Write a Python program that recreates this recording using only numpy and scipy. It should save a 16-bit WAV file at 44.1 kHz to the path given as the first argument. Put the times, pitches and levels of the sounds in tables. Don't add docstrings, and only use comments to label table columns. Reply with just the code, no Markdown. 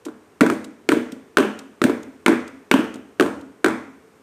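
import sys
import numpy as np
from scipy import signal
from scipy.fft import rfft, irfft
from scipy.io import wavfile
from scipy.ndimage import uniform_filter1d

SR = 44100
rng = np.random.default_rng(int(sys.argv[2]) if len(sys.argv) > 2 else 0)


def ratio(d):
    e = np.asarray(d, float) / 20
    return 10 ** e


def put_to_file(sound):
    columns = np.atleast_2d(sound).T
    safe = np.clip(columns, -1, 1)
    whole_steps = np.round(safe * 32767)
    wavfile.write(sys.argv[1], SR, whole_steps.astype(np.int16))


N = 186123
AGE = np.arange(4096) / SR

# [f/Hz, level/dB]
MURMUR_COLOUR = [(15, -46.5), (25, -25), (87, -9), (124, -15), (349, -9.5), (433, -2.5), (524, -16),
                 (878, -19), (1120, -18.5), (4360, -34.5), (7600, -33.5), (8800, -31.5), (14800, -46),
                 (16500, -68)]
MURMUR_DB = -54.5

# [t/s, level/dB, length/s]
LIFTS = [(0.0505, -26.5, 0.01), (0.49, -32, 0.005), (0.533, -30, 0.005), (0.642, -27, 0.0093),
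         (1.1192, -24.5, 0.0058), (1.589, -24, 0.0068), (2.03, -31, 0.0055), (2.477, -28.5, 0.0061),
         (2.94, -30.5, 0.0089), (2.956, -34.5, 0.0058), (3.41, -38.5, 0.007)]
# [f/Hz, level/dB]
PEEL_COLOUR = [(1500, -10.5), (3500, 0), (5000, -4.5), (8000, -0.5), (11000, -7.5), (16000, -27)]

# [f/Hz, level/dB, t60/s]
ROOM_RINGING = [(39.5, -62.5, 0.2), (85.9, -20, 0.77), (155.5, -38, 0.44), (228, -18.5, 0.74),
                (334, -30.5, 0.5), (450, -30, 0.68), (657, -28, 0.55), (1140, -17.5, 0.51),
                (2160, -23, 0.58), (3120, -24.5, 0.56), (3800, -23, 0.39), (4660, -25.5, 0.62),
                (8600, -22.5, 0.44), (14840, -23, 0.31)]
# [f/Hz, level/dB, t60/s]
COUNTER_TONES = [(138.3, -43.5, 0.49), (211.8, -32, 0.23), (240, -33, 0.28), (387, -36, 0.28),
                 (445, -32.5, 0.36), (586, -34.5, 0.32), (677, -37, 0.2), (972, -29, 0.28),
                 (1400, -25, 0.095)]
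# [f/Hz, rise/s]
BUILD_UP = [(200, 0.0017), (1500, 0.0045), (8000, 0.0067)]
# [f/Hz, level/dB]
THUD_PUSH = [(40, -13.5), (100, -16.5), (170, -6), (230, -1.5), (330, 2.5), (450, -4.5), (600, -8.5),
             (900, -18), (3000, -48)]
# [f/Hz, level/dB]
UPPER_TONE_PUSH = [(1000, -29.5), (1900, -2.5), (2400, 0), (3300, -2.5), (4500, -26)]

# [t/s, level/dB, f/Hz]
ROCKS = [(0.056, -32.5, 360), (0.075, -30, 304), (0.438, -24, 270), (0.488, -16, 280), (0.51, -16, 349),
         (0.52, -13, 357), (0.531, -17, 240), (0.932, -6.5, 316), (0.943, -20, 320), (0.967, -12.5, 301),
         (1.125, -24.5, 254), (1.397, -6, 268), (1.447, -15.5, 378), (1.847, -3, 252), (2.292, -5, 299),
         (2.758, -9.5, 293), (2.789, -9, 275), (2.802, -14, 257), (2.84, -19.5, 290), (2.955, -21.5, 304),
         (3.231, -12, 266), (3.249, -19, 277), (3.278, -24.5, 420), (3.703, -18.5, 276)]
# [t/s, wall ring level/dB, wall ring f/Hz, thud level/dB, thud f/Hz]
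REBOUNDS = [(0.0640, -43, 1000, -22.5, 293), (0.0839, -44, 1030, -24.5, 309),
            (0.414, -25.5, 1910, 2, 283.4), (0.432, -34, 2220, -9.5, 430), (0.463, -25.5, 1500, -9, 278),
            (0.4990, -21.5, 1280, -13, 326), (0.9180, -21.5, 1350, -6.5, 279),
            (0.9238, -25.5, 1006, -25, 286), (1.3830, -19, 994, -6.5, 392), (1.4020, -28, 1120, -6.5, 294),
            (1.4270, -33.5, 2260, -17, 362), (1.8391, -17.5, 1480, -7.5, 292),
            (1.8654, -45, 810, -12.5, 331), (1.8955, -31, 1015, -9, 314), (2.2801, -19, 972, -6, 233),
            (2.3137, -41.5, 1890, -11, 313), (2.3271, -36.5, 1960, -13.5, 378),
            (2.7387, -20, 950, -2.5, 257), (2.7700, -32, 1060, -21, 310), (3.2079, -20, 1280, -4, 366),
            (3.2236, -26, 1470, -12, 288), (3.261, -30.5, 1070, -13, 329), (3.6606, -22, 1500, -9.5, 369),
            (3.6820, -27.5, 1400, -10.5, 304)]
# [t/s, wall ring level/dB, wall ring f/Hz, upper tone level/dB, thud level/dB]
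LANDINGS = [
    (0.4079, -16, 1400, -15, -5.5),
    (0.8889, -20.5, 1715, -13.5, -4.5),
    (1.3701, -13.5, 1480, -12.5, -8),
    (1.8162, -18.5, 1315, -41, -5),
    (2.2611, -20.5, 1490, -10.5, -6.5),
    (2.7127, -15, 1564, -10, -3),
    (3.1973, -18, 1540, -20, -1),
    (3.6437, -14.5, 1475, -16.5, -4.5),
]
LANDING_THUD_HZ, LANDING_T60_S, LANDING_T60_GAIN_PER_DB = 333.4, 0.018, 0.23
THUD_T60_S = 0.053

# [f/Hz, level/dB]
CRACK_COLOUR = [(2000, -2.5), (3500, -1.5), (5000, -9.5), (7000, -5.5), (8800, -3.5), (10500, -8.5),
                (13000, -18), (16000, -33)]
# [f/Hz, level/dB]
KNOCK_COLOUR = [(250, -33.5), (600, -2.5), (1000, -1.5), (1500, 1), (2200, -5.5), (3200, -12),
                (4000, -15.5), (8000, -29)]
# [f/Hz, level against the stronger ring/dB]
HIGH_TONES = [(2950, -1.5), (3620, -5.5)]
UPPER_TONE_HZ = 2197
RING_T60_S, CRACK_T60_S = 0.012, 0.016
RING_LAG_S, CRACK_LAG_S = 0.000837, 0.0006
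HARD_REBOUND_DB, HARD_CRACK_DB, CRACK_GROWTH = -20, -15.5, 1.47
SECOND_TONE_HZ, SECOND_SCATTER, SECOND_TONE_DB = 1750, 0.08, -26.5

# [f/Hz, level/dB]
MIC_COLOUR = [(20, -32.5), (60, -5), (150, 0), (2200, 1), (3250, 0.5), (3700, 0), (6500, -0.5),
              (8000, -2.5), (8900, -0.5), (9500, -7), (12000, 0.5)]
TOP_HZ, CEILING = 15500, 0.97


def fade(t, t60):
    return np.exp(-np.log(1000) * t / np.maximum(t60, 1e-3))


def colour(x, points):
    hz, db = np.transpose(points)
    f = np.maximum(np.fft.rfftfreq(8192, 1 / SR), 1)
    level_db = np.interp(np.log(f), np.log(hz), db)
    cepstrum = irfft(np.log(ratio(level_db)))
    cepstrum[1:4096] *= 2
    response = irfft(np.exp(rfft(cepstrum[:4096], 8192)))
    return signal.fftconvolve(x, response)[:len(x)]


def add(out, s, sound):
    i = int(s * SR)
    out[i:i + len(sound)] += sound[:N - i]


def grow(push_s):
    return 1 - np.exp(-AGE / push_s)


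def ring(hz, t60, push_s):
    return np.sin(2 * np.pi * hz * AGE) * fade(AGE, t60) * grow(push_s)


def kitchen():
    noise = colour(rng.standard_normal(N), MURMUR_COLOUR)
    k = SR // 6
    steps = np.repeat(rng.standard_normal(N // k + 1), k)
    swell_db = 0.8 * uniform_filter1d(steps, k)[:N]
    return noise / noise.std() * ratio(MURMUR_DB + swell_db)


def peel():
    out = np.zeros(N)
    for s, db, length in LIFTS:
        chance = rng.standard_normal((2, len(AGE)))
        snaps = chance[0] * ratio(0.72 * chance[1]) * grow(0.0011)
        add(out, s, ratio(db - 5) * snaps * np.exp(-(AGE / max(length, 1e-3)) ** 2))
    return colour(out, [(300, -17)] + PEEL_COLOUR)


def blows(s, gain, points):
    shoves = np.zeros(N)
    sign = rng.choice([-1, 1], len(s))
    np.add.at(shoves, (np.asarray(s) * SR).astype(int), gain * sign)
    return colour(shoves, points)


def shaking():
    s, crack_db, low_db, _, up_db, _ = np.transpose(rim_contacts())
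    thud_s, thud_db = np.transpose(thuds())[:2]
    lift_s, lift_db = np.transpose(LIFTS)[:2]
    force = blows(s, ratio(crack_db + 16.5), [(300, -65.5)] + CRACK_COLOUR)
    force += blows(s, ratio(28) * np.hypot(ratio(low_db), ratio(up_db)), KNOCK_COLOUR)
    force += colour(blows(s, ratio(up_db + 25.5), UPPER_TONE_PUSH), UPPER_TONE_PUSH)
    force += blows(lift_s, ratio(lift_db + 7.5), [(300, -38.5)] + PEEL_COLOUR)
    return force + blows(thud_s, ratio(thud_db + 34.5), THUD_PUSH)


def surroundings(force):
    t = np.arange(SR) / SR
    hz, db, t60 = np.transpose(ROOM_RINGING)
    rise_hz, rise_s = np.transpose(BUILD_UP)
    noise = rfft(rng.standard_normal(SR))
    octave = np.log2(np.maximum(np.arange(len(noise)), 1))
    response = np.zeros(SR)
    for centre in np.arange(5, 14.6, 0.5):
        band = irfft(noise * np.maximum(1 - 2 * abs(octave - centre), 0), SR)
        gain_db = np.interp(centre, np.log2(hz), db)
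        decay_s = np.interp(centre, np.log2(hz), t60)
        rise = np.interp(centre, np.log2(rise_hz), rise_s)
        build_up = 1 - np.exp(-(t / rise) ** 1.1)
        response += ratio(gain_db - 11) * band * fade(t, decay_s) * build_up
    for f, level_db, ring_s in COUNTER_TONES:
        response += ratio(level_db - 18.5) * np.sin(2 * np.pi * f * t) * fade(t, ring_s)
    return signal.fftconvolve(force, response)[:N]


def thuds():
    first = [(s, db, LANDING_THUD_HZ, LANDING_T60_S * (1 - LANDING_T60_GAIN_PER_DB * db))
             for s, *_, db in LANDINGS]
    later = [(s, db, hz) for s, _, _, db, hz in REBOUNDS] + ROCKS
    return first + [(s, db, hz, THUD_T60_S) for s, db, hz in later]


def base():
    out = np.zeros(N)
    for s, db, hz, t60 in thuds():
        thud = -ring(hz, 3.6 * t60, push_s=0.0027)
        thud += ratio(-7.5) * ring(1.46 * hz, 0.39 * t60, push_s=0.0015)
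        thud += ratio(-14.5) * ring(2.08 * hz, 0.69 * t60, push_s=0.00056)
        thud *= np.exp(-(AGE / (0.2 * t60)) ** 2)
        thud += ratio(-31) * ring(75, 0.045, push_s=0.006)
        add(out, s + 0.00072, ratio(db + 1.5) * thud)
    return out


def slap():
    out = np.zeros(N)
    for s, db, _, t60 in thuds():
        sizzle = rng.standard_normal(len(AGE)) * fade(AGE, t60) * grow(0.002)
        add(out, s, ratio(0.88 * db - 20) * sizzle)
    return colour(out, [(300, -54)] + CRACK_COLOUR)


def rim_contacts():
    contacts = []
    for s, db, hz, up_db, _ in LANDINGS:
        crack_db = 20 * np.log10(np.hypot(ratio(db), ratio(up_db)))
        contacts.append((s, crack_db, db, hz, up_db, UPPER_TONE_HZ))
    scatter = 1 + SECOND_SCATTER * rng.standard_normal(len(REBOUNDS))
    for (s, db, hz, _, _), k in zip(REBOUNDS, scatter):
        growth_db = CRACK_GROWTH * (db - HARD_REBOUND_DB)
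        contacts.append((s, HARD_CRACK_DB + growth_db, db, hz,
                         SECOND_TONE_DB + growth_db, SECOND_TONE_HZ * k))
    return contacts


def rim():
    crack, knock, rings = np.zeros((3, N))
    for s, crack_db, low_db, low_hz, up_db, up_hz in rim_contacts():
        noise = rng.standard_normal((2, len(AGE))) * grow(0.00021)
        knock_gain = ratio(12.5) * np.hypot(ratio(low_db), ratio(up_db))
        add(crack, s + CRACK_LAG_S, ratio(crack_db + 4.5) * noise[0] * fade(AGE, CRACK_T60_S))
        add(knock, s + CRACK_LAG_S, knock_gain * noise[1] * fade(AGE, 0.022))
        add(rings, s + RING_LAG_S, ratio(low_db + 15) * ring(low_hz, RING_T60_S, push_s=0.00029))
        add(rings, s + RING_LAG_S, ratio(up_db + 6.5) * ring(up_hz, RING_T60_S, push_s=0.00022))
    return colour(crack, [(300, -5)] + CRACK_COLOUR) + colour(knock, KNOCK_COLOUR) + rings


def high_tones():
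    out = np.zeros(N)
    for s, db, _, up_db, _ in LANDINGS:
        for hz, below_db in HIGH_TONES:
            gain = ratio(max(db, up_db) + below_db)
            add(out, s + RING_LAG_S, gain * ring(hz, RING_T60_S, push_s=0.0003))
    return out


def scene():
    pan = peel() + base() + slap() + rim() + high_tones()
    return (kitchen() + pan + surroundings(shaking()))[None]


def top_cut(x):
    return signal.sosfilt(signal.butter(12, 16830, fs=SR, output="sos"), x)


def record(dry):
    soft = np.tanh(0.84 * colour(dry[0], MIC_COLOUR)[None]) / 0.74
    low_pass = signal.ellip(8, 0.2, 45, TOP_HZ, fs=SR, output="sos")
    soft = signal.sosfilt(low_pass, soft)
    soft = CEILING * np.tanh((abs(soft) / CEILING) ** 4) ** 0.25 * np.sign(soft)
    return top_cut(soft)


dry = scene()
out = record(dry)
put_to_file(out)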